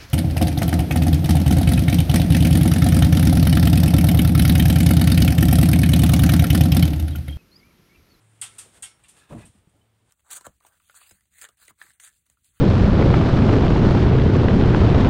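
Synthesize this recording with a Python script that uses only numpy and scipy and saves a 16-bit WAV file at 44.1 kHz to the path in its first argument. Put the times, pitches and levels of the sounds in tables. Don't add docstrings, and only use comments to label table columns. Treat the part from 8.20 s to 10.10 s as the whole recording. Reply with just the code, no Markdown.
import sys
import numpy as np
from scipy import signal
from scipy.fft import rfft, irfft, next_fast_len
from scipy.io import wavfile
from scipy.ndimage import map_coordinates

SR = 44100
rng = np.random.default_rng(int(sys.argv[2]) if len(sys.argv) > 2 else 0)


def materialize(psi):
    bounded = np.clip(np.atleast_2d(psi).T, -1, 1)
    quanta = np.round(bounded * 32767).astype(np.int16)
    wavfile.write(sys.argv[1], SR, quanta)


def decibels_to_gain(level_db):
    exponent = np.asarray(level_db, float) / 20
    return 10 ** exponent


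N = 83790

# (time [s], crack level [dB], tube level [dB], rise [ms], ring level over tube [dB])
CLACKS = [
    (0.2131, -29, -35, 0.52, -5.5),
    (0.382, -35, -46, 4.4, -20),
    (0.6225, -32.5, -40, 0.73, -3),
    (0.835, -57, -55, 1.42, -16),
    (0.881, -47, -57.5, 5.9, -20),
    (0.965, -60, -62, 1.6, -9),
    (1.252, -50.5, -58, 1.2, -18),
    (1.4912, -69.5, -98, 1.23, -28),
]
# (frequency [Hz], density [dB per Hz])
CRACK = [(2650, -35), (4500, -18.5), (6420, -15), (7650, -7.5), (8290, -8), (8970, 0), (9510, -6.5),
         (10000, -8.5), (16000, -32.5)]
HARD_RISE_S = 0.0016
DAMPED_AT_S = 0.18


def unit(x):
    return x / np.sqrt(np.mean(x ** 2) + 1e-20)


def along(points, hz):
    f, v = np.transpose(points)
    return np.interp(np.log(hz + 1), np.log(f + 1), v)


def curve(rows, lag_s=0):
    s, v = np.transpose(rows)
    return np.interp(np.arange(N) / SR - lag_s, s, v)


def wobble(rate_hz, size=N):
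    knots = rng.standard_normal(int(size * rate_hz / SR) + 4)
    return map_coordinates(knots, [np.arange(size) * rate_hz / SR])


def colour(x, spectrum):
    m = next_fast_len(len(x) + 8192)
    gain = decibels_to_gain(along(spectrum, np.fft.rfftfreq(m, 1 / SR)))
    return unit(irfft(rfft(x, m) * gain, m)[:len(x)])


def grains(per_s, spread_db, share):
    size = decibels_to_gain(spread_db * np.minimum(rng.exponential(size=N), 3))
    contacts = (rng.random(N) < per_s / SR) * rng.standard_normal(N) * size
    return share * unit(contacts) + rng.standard_normal(N)


def knocks(rows, attack_s):
    out, t = np.zeros(N + SR), np.arange(SR // 4) / SR
    for s, db, hz, t60_s in rows:
        decay = decibels_to_gain(db - 60 * t / t60_s + 2.8 * wobble(126, len(t)))
        out[round(s * SR):][:len(t)] += decay * np.sin(2 * np.pi * hz * t) * (1 - np.exp(-t / attack_s))
    return out[:N]


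def burst(spectrum, rise_s, t, late_s):
    # (frequency [Hz], t60 [s])
    dying = [(700, 0.25), (2000, 0.4), (5000, 0.24), (9000, 0.18), (15000, 0.12)]
    hz, frames_s, z = signal.stft(colour(rng.standard_normal(len(t)), spectrum), SR, nperseg=128)
    swell = 1 - np.exp(-(frames_s * (hz[:, None] + 1) / (late_s * 1000 + 1e-9)) ** 2)
    decay = decibels_to_gain(-60 * frames_s / along(dying, hz)[:, None])
    tail = signal.istft(z * swell * decay, SR, nperseg=128)[1][:len(t)]
    echoes = decibels_to_gain(0.5 * np.exp(-t / 0.0089) * wobble(520, len(t)))
    gap = 1 - 0.7 * np.exp(-t / 0.02) * (rise_s < HARD_RISE_S)
    return tail * echoes * gap * (1 - np.exp(-t / rise_s))


def steel_ring(modes, t):
    ring = np.zeros(len(t))
    for hz, db, t60_s in modes:
        level = decibels_to_gain(db + rng.normal(0, 1.7) + 3 * wobble(42, len(t)) - 60 * t / t60_s)
        pitch_hz = hz + 5 * np.sqrt(hz / 1000) * wobble(90, len(t))
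        phase = 2 * np.pi * (rng.random() + np.cumsum(pitch_hz) / SR)
        ring += level * (1 - np.exp(-t * hz / 12)) * np.sin(phase)
    return ring


def frame():
    # (frequency [Hz], density [dB per Hz])
    tube_spectrum = [(450, -46), (750, -6), (1100, -6.5), (2000, -6.5), (3200, 0), (4100, -4.5),
                     (5500, -21), (7500, -47)]
    # (frequency [Hz], level [dB], t60 [s])
    steel = [(775, -10, .15), (1330, -14, .42), (1567, -5, .19), (2191, -9, .33), (2727, 0, .14),
             (3040, -3, .2), (3225, -3, .17), (3600, -3, .22), (6745, -4, .17), (7470, -1, .11),
             (7845, 4, .12), (8590, -1, .18), (9200, 0, .13),
             (4307, -9, .15), (6950, -10, .24), (7327, -9, .2), (8021, -5, .2), (8790, -3, .2),
             (9266, -2, .13), (9225, -12, .45), (9470, -3, .12), (9787, -14, .3), (1900, -4, .14),
             (2030, -5, .13), (3340, -4, .2), (4750, -9, .12)]
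    out, t = np.zeros(N + SR), np.arange(SR * 2 // 5) / SR
    damp = decibels_to_gain(-600 * np.maximum(t - DAMPED_AT_S, 0))
    for s, crack_db, tube_db, rise_ms, ring_db in CLACKS:
        rise_s = max(rise_ms, .2) / 1000
        ring = damp * steel_ring(steel, t) * (1 - np.exp(-t / (rise_s + 0.003)))
        late_s = 0.0098 / (1 + (rise_s / HARD_RISE_S) ** 4)
        tube = decibels_to_gain(-100 * t) * burst(tube_spectrum, rise_s, t, late_s) + decibels_to_gain(ring_db) * ring
        crack = burst(CRACK, rise_s, t, 0.00083)
        out[round(s * SR):][:len(t)] += decibels_to_gain(crack_db) * crack + decibels_to_gain(tube_db) * tube
    return out[:N]


def clicks():
    # (delay [ms], level [dB])
    walls = [(0, 0), (2.65, 1.5), (3.9, -3), (6.55, -2), (9.5, -1), (10.85, -4), (13.6, -3), (15.8, -5),
             (23, -6), (27.1, -7), (33.5, -11)]
    # (time [s], peak [dB])
    chatter = [(.3829, -44), (.3841, -39), (.3868, -35), (.3882, -33), (.3895, -32), (.3918, -29),
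               (.3948, -34), (.3969, -35), (.4161, -39), (.8853, -46), (.8922, -46), (.8951, -43),
               (.8978, -45), (.917, -48)]
    impulse, train = np.zeros(801), np.zeros(N)
    impulse[400] = 1
    t, edge = (np.arange(801) - 400) / SR, colour(impulse, CRACK)
    resonance = np.cos(2 * np.pi * 8500 * t)
    shape = (resonance + 0.3 * edge / edge.max()) * np.exp(-(t / .00042) ** 2)
    for s, crack_db, _, rise_ms, _ in CLACKS:
        hard = decibels_to_gain(crack_db + 7.5) * (rise_ms / 1000 < HARD_RISE_S)
        for ms, db in walls:
            level = hard * decibels_to_gain(db + rng.normal(0, 1.7))
            train[round((s + .0018 + ms / 1000) * SR)] += level * rng.choice([-1, 1])
    for s, db in chatter:
        train[round(s * SR)] += decibels_to_gain(db) * rng.choice([-1, 1])
    return signal.fftconvolve(train, shape / np.abs(shape).max(), "same")


def rail():
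    start_s, rail_hz, level_db, t60_s = .63, 5536, -61, .6
    t = np.arange(N) / SR - start_s
    touch_db = -900 * np.maximum(t - DAMPED_AT_S + .012, 0)
    swell = np.clip(t / .01, 0, 1) * decibels_to_gain(level_db - 60 * t / t60_s + touch_db + 3 * wobble(50))
    return swell * np.sin(2 * np.pi * np.cumsum(rail_hz + 14 * wobble(60)) / SR)


def springs():
    # (frequency [Hz], width [Hz], level [dB])
    resonances = [(1330, 120, -7), (1655, 55, 0), (2620, 300, -9), (3500, 400, -11)]
    # (time [s], level [dB])
    shake = [(.92, -110), (.965, -65.5), (1.0, -63), (1.07, -68), (1.14, -65), (1.25, -65), (1.33, -108)]
    # (time [s], peak [dB], ring [Hz], t60 [s])
    pings = [(.45, -61, 930, .12), (.836, -48, 2400, .045), (.842, -57, 1800, .06), (.845, -56, 2750, .07),
             (.848, -60, 3550, .08), (.855, -62, 1130, .08), (1.205, -59, 4300, .07),
             (1.22, -52, 1975, .07), (1.232, -49, 2510, .065), (1.238, -57, 1690, .06),
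             (1.55, -68, 1370, .15), (1.555, -65, 580, .12), (1.611, -62, 3050, .06)]
    m = next_fast_len(N + 8192)
    f = np.fft.rfftfreq(m, 1 / SR)
    response = sum(decibels_to_gain(db) * 1j * f * w / (c * c - f * f + 1j * f * w) for c, w, db in resonances)
    jolts = grains(600, 2, 0.89)
    jangle = unit(irfft(rfft(jolts, m) * response, m)[:N])
    return decibels_to_gain(curve(shake) + 2 * wobble(29.8)) * jangle + knocks(pings, 0.0027)


def landing():
    # (time [s], peak [dB], ring [Hz], t60 [s])
    thumps = [(1.101, -41.5, 302, 0.072), (1.108, -46, 993, 0.037), (1.1195, -27, 151, 0.075),
              (1.124, -37.5, 583, 0.1), (1.127, -37, 432, 0.069), (1.1465, -29, 230.4, 0.088),
              (1.148, -35, 323, 0.083), (1.151, -38, 694, 0.041), (1.159, -34.5, 117, 0.19),
              (1.1685, -33.5, 215.5, 0.097), (1.185, -36, 104, 0.051), (1.186, -32.5, 330, 0.038),
              (1.203, -43.5, 609, 0.05), (1.2215, -29, 67, 0.03), (1.248, -44.5, 110, 0.065),
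              (1.258, -50, 222.4, 0.15), (1.27, -52, 302, 0.068), (1.296, -42, 97, 0.037),
              (1.331, -50, 59, 0.069), (1.35, -55, 204, 0.12), (1.379, -49, 86, 0.1),
              (1.473, -40, 157, 0.032), (1.473, -52.5, 315, 0.056), (1.545, -51.5, 119, 0.041)]
    # (time [s], level [dB])
    squash = [(1.088, -67.5), (1.102, -51), (1.125, -38), (1.16, -49), (1.2, -50), (1.27, -59),
              (1.3, -68.5), (1.4, -68), (1.45, -71)]
    # (time [s], level [dB])
    pour = [(1.088, -72), (1.1, -58.5), (1.135, -56.5), (1.16, -58.5), (1.215, -53.5), (1.26, -63.5),
            (1.32, -90)]
    # (frequency [Hz], density [dB per Hz])
    bag = [(30, -6.5), (150, 0), (300, -7), (600, -11.5), (1100, -15.5), (2500, -48)]
    # (frequency [Hz], density [dB per Hz])
    bead_spectrum = [(470, -36), (800, -3), (1460, -5.5), (2530, -5.5), (5240, -22.5), (8880, -8),
                     (16000, -44)]
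    floor = [(25, -52), (45, -12), (80, -21), (200, -120)]  # (frequency [Hz], density [dB per Hz])
    whoomp = decibels_to_gain(curve(squash) + 1.5 * wobble(59.84)) * colour(rng.standard_normal(N), bag)
    sway = decibels_to_gain(-13 + curve(squash, lag_s=0.091)) * colour(rng.standard_normal(N), floor)
    beads = decibels_to_gain(curve(pour) + 2 * wobble(70)) * colour(grains(3600, 2.4, 0.66), bead_spectrum)
    return knocks(thumps, 0.0017) + whoomp + sway + beads


def bedding():
    # (time [s], peak [dB], ring [Hz], t60 [s])
    steps = [(.352, -61, 400, .05), (.398, -56, 84, .09), (.42, -57, 112, .1), (.46, -55, 395, .063),
             (.462, -59, 222, .069), (.464, -52, 86, .1), (.572, -52, 68, .082), (.63, -56, 83, .2),
             (.82, -59, 110, .05), (.85, -58, 65, .12), (1.555, -61, 290, .08)]
    # (time [s], level [dB])
    stir = [(0, -72.5), (.1, -68), (.19, -70), (.33, -58), (.46, -56.5), (.52, -61), (.575, -56),
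            (.62, -67.5), (.8, -75), (1.0, -60.5), (1.08, -78), (1.38, -69), (1.45, -78), (1.57, -75.5),
            (1.7, -79.5), (1.84, -78), (1.9, -68)]
    # (time [s], level [dB])
    load = [(0, -78), (.17, -80), (.22, -68), (.35, -66), (.41, -66.5), (.47, -57.5), (.52, -67.5),
            (.57, -59), (.66, -75), (.9, -82.5), (.97, -63.5), (1.05, -72), (1.3, -72.5), (1.4, -78),
            (1.5, -76.5), (1.57, -67.5), (1.63, -76.5), (1.9, -86.5)]
    # (frequency [Hz], density [dB per Hz])
    cloth = [(410, -64), (700, -17), (1260, -6), (2590, -10.5), (3600, -9), (3890, -13), (5920, -16.5),
             (8760, -3.5), (16000, -40.5)]
    # (frequency [Hz], density [dB per Hz])
    creak = [(30, -40), (80, 0.5), (200, -8.5), (400, -7.5), (900, -12.5), (1400, -33.5)]
    rustle = decibels_to_gain(curve(stir) + wobble(23.7)) * colour(grains(1500, 3.6, 0.45), cloth)
    lumps = decibels_to_gain(curve(load) + 1.18 * wobble(21.7)) * colour(rng.standard_normal(N), creak)
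    return knocks(steps, 0.0029) + rustle + lumps


def room():
    # (time [s], level [dB])
    hum_level = [(0, -61), (.24, -60.5), (.34, -67), (.56, -76), (1.4, -78), (1.56, -68), (1.9, -70)]
    # (frequency [Hz], density [dB per Hz])
    rumble_spectrum = [(25, -51), (55, 2.5), (110, 1), (160, -14), (400, -14.5), (1200, -32), (2000, -76)]
    # (frequency [Hz], density [dB per Hz])
    hiss_spectrum = [(700, -40), (1200, -4), (3200, -5), (5500, -16), (8800, -21), (11000, -22),
                     (16000, -14)]
    hum_hz, hiss_db, rumble_db = 110, -76.5, -75
    tone = np.sqrt(2) * np.sin(2 * np.pi * np.cumsum(hum_hz + .6 * wobble(8)) / SR)
    hum = decibels_to_gain(curve(hum_level) + .8 * wobble(15)) * tone
    hiss = decibels_to_gain(hiss_db + 1.6 * wobble(12.7)) * colour(rng.standard_normal(N), hiss_spectrum)
    rumble = decibels_to_gain(rumble_db + 2.0 * wobble(5.5)) * colour(rng.standard_normal(N), rumble_spectrum)
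    return hum + hiss + rumble


def scene():
    return (frame() + clicks() + rail() + springs() + landing() + bedding() + room())[None]


def top_cut(x):
    return signal.sosfilt(signal.butter(12, 16520, fs=SR, output="sos"), x)


def record(dry):
    top_hz, limit_hz, low_cut_hz, top_loss_db = 15700, 16520, 33, -40
    f = np.fft.rfftfreq(N, 1 / SR)
    low_cut = f ** 4 / (f ** 4 + low_cut_hz ** 4)
    band = decibels_to_gain(top_loss_db * np.clip((f - top_hz) / 100, 0, 1)) * (f < limit_hz) * low_cut
    attack = sum(np.exp(-((np.arange(N) / SR - row[0] - .003) / .004) ** 2) for row in CLACKS[:3])
    top = attack * irfft(rfft(dry) * (f > top_hz) * (f < limit_hz), N)
    return top_cut(irfft(rfft(dry) * band, N) + top)


dry = scene()
out = record(dry)
materialize(out)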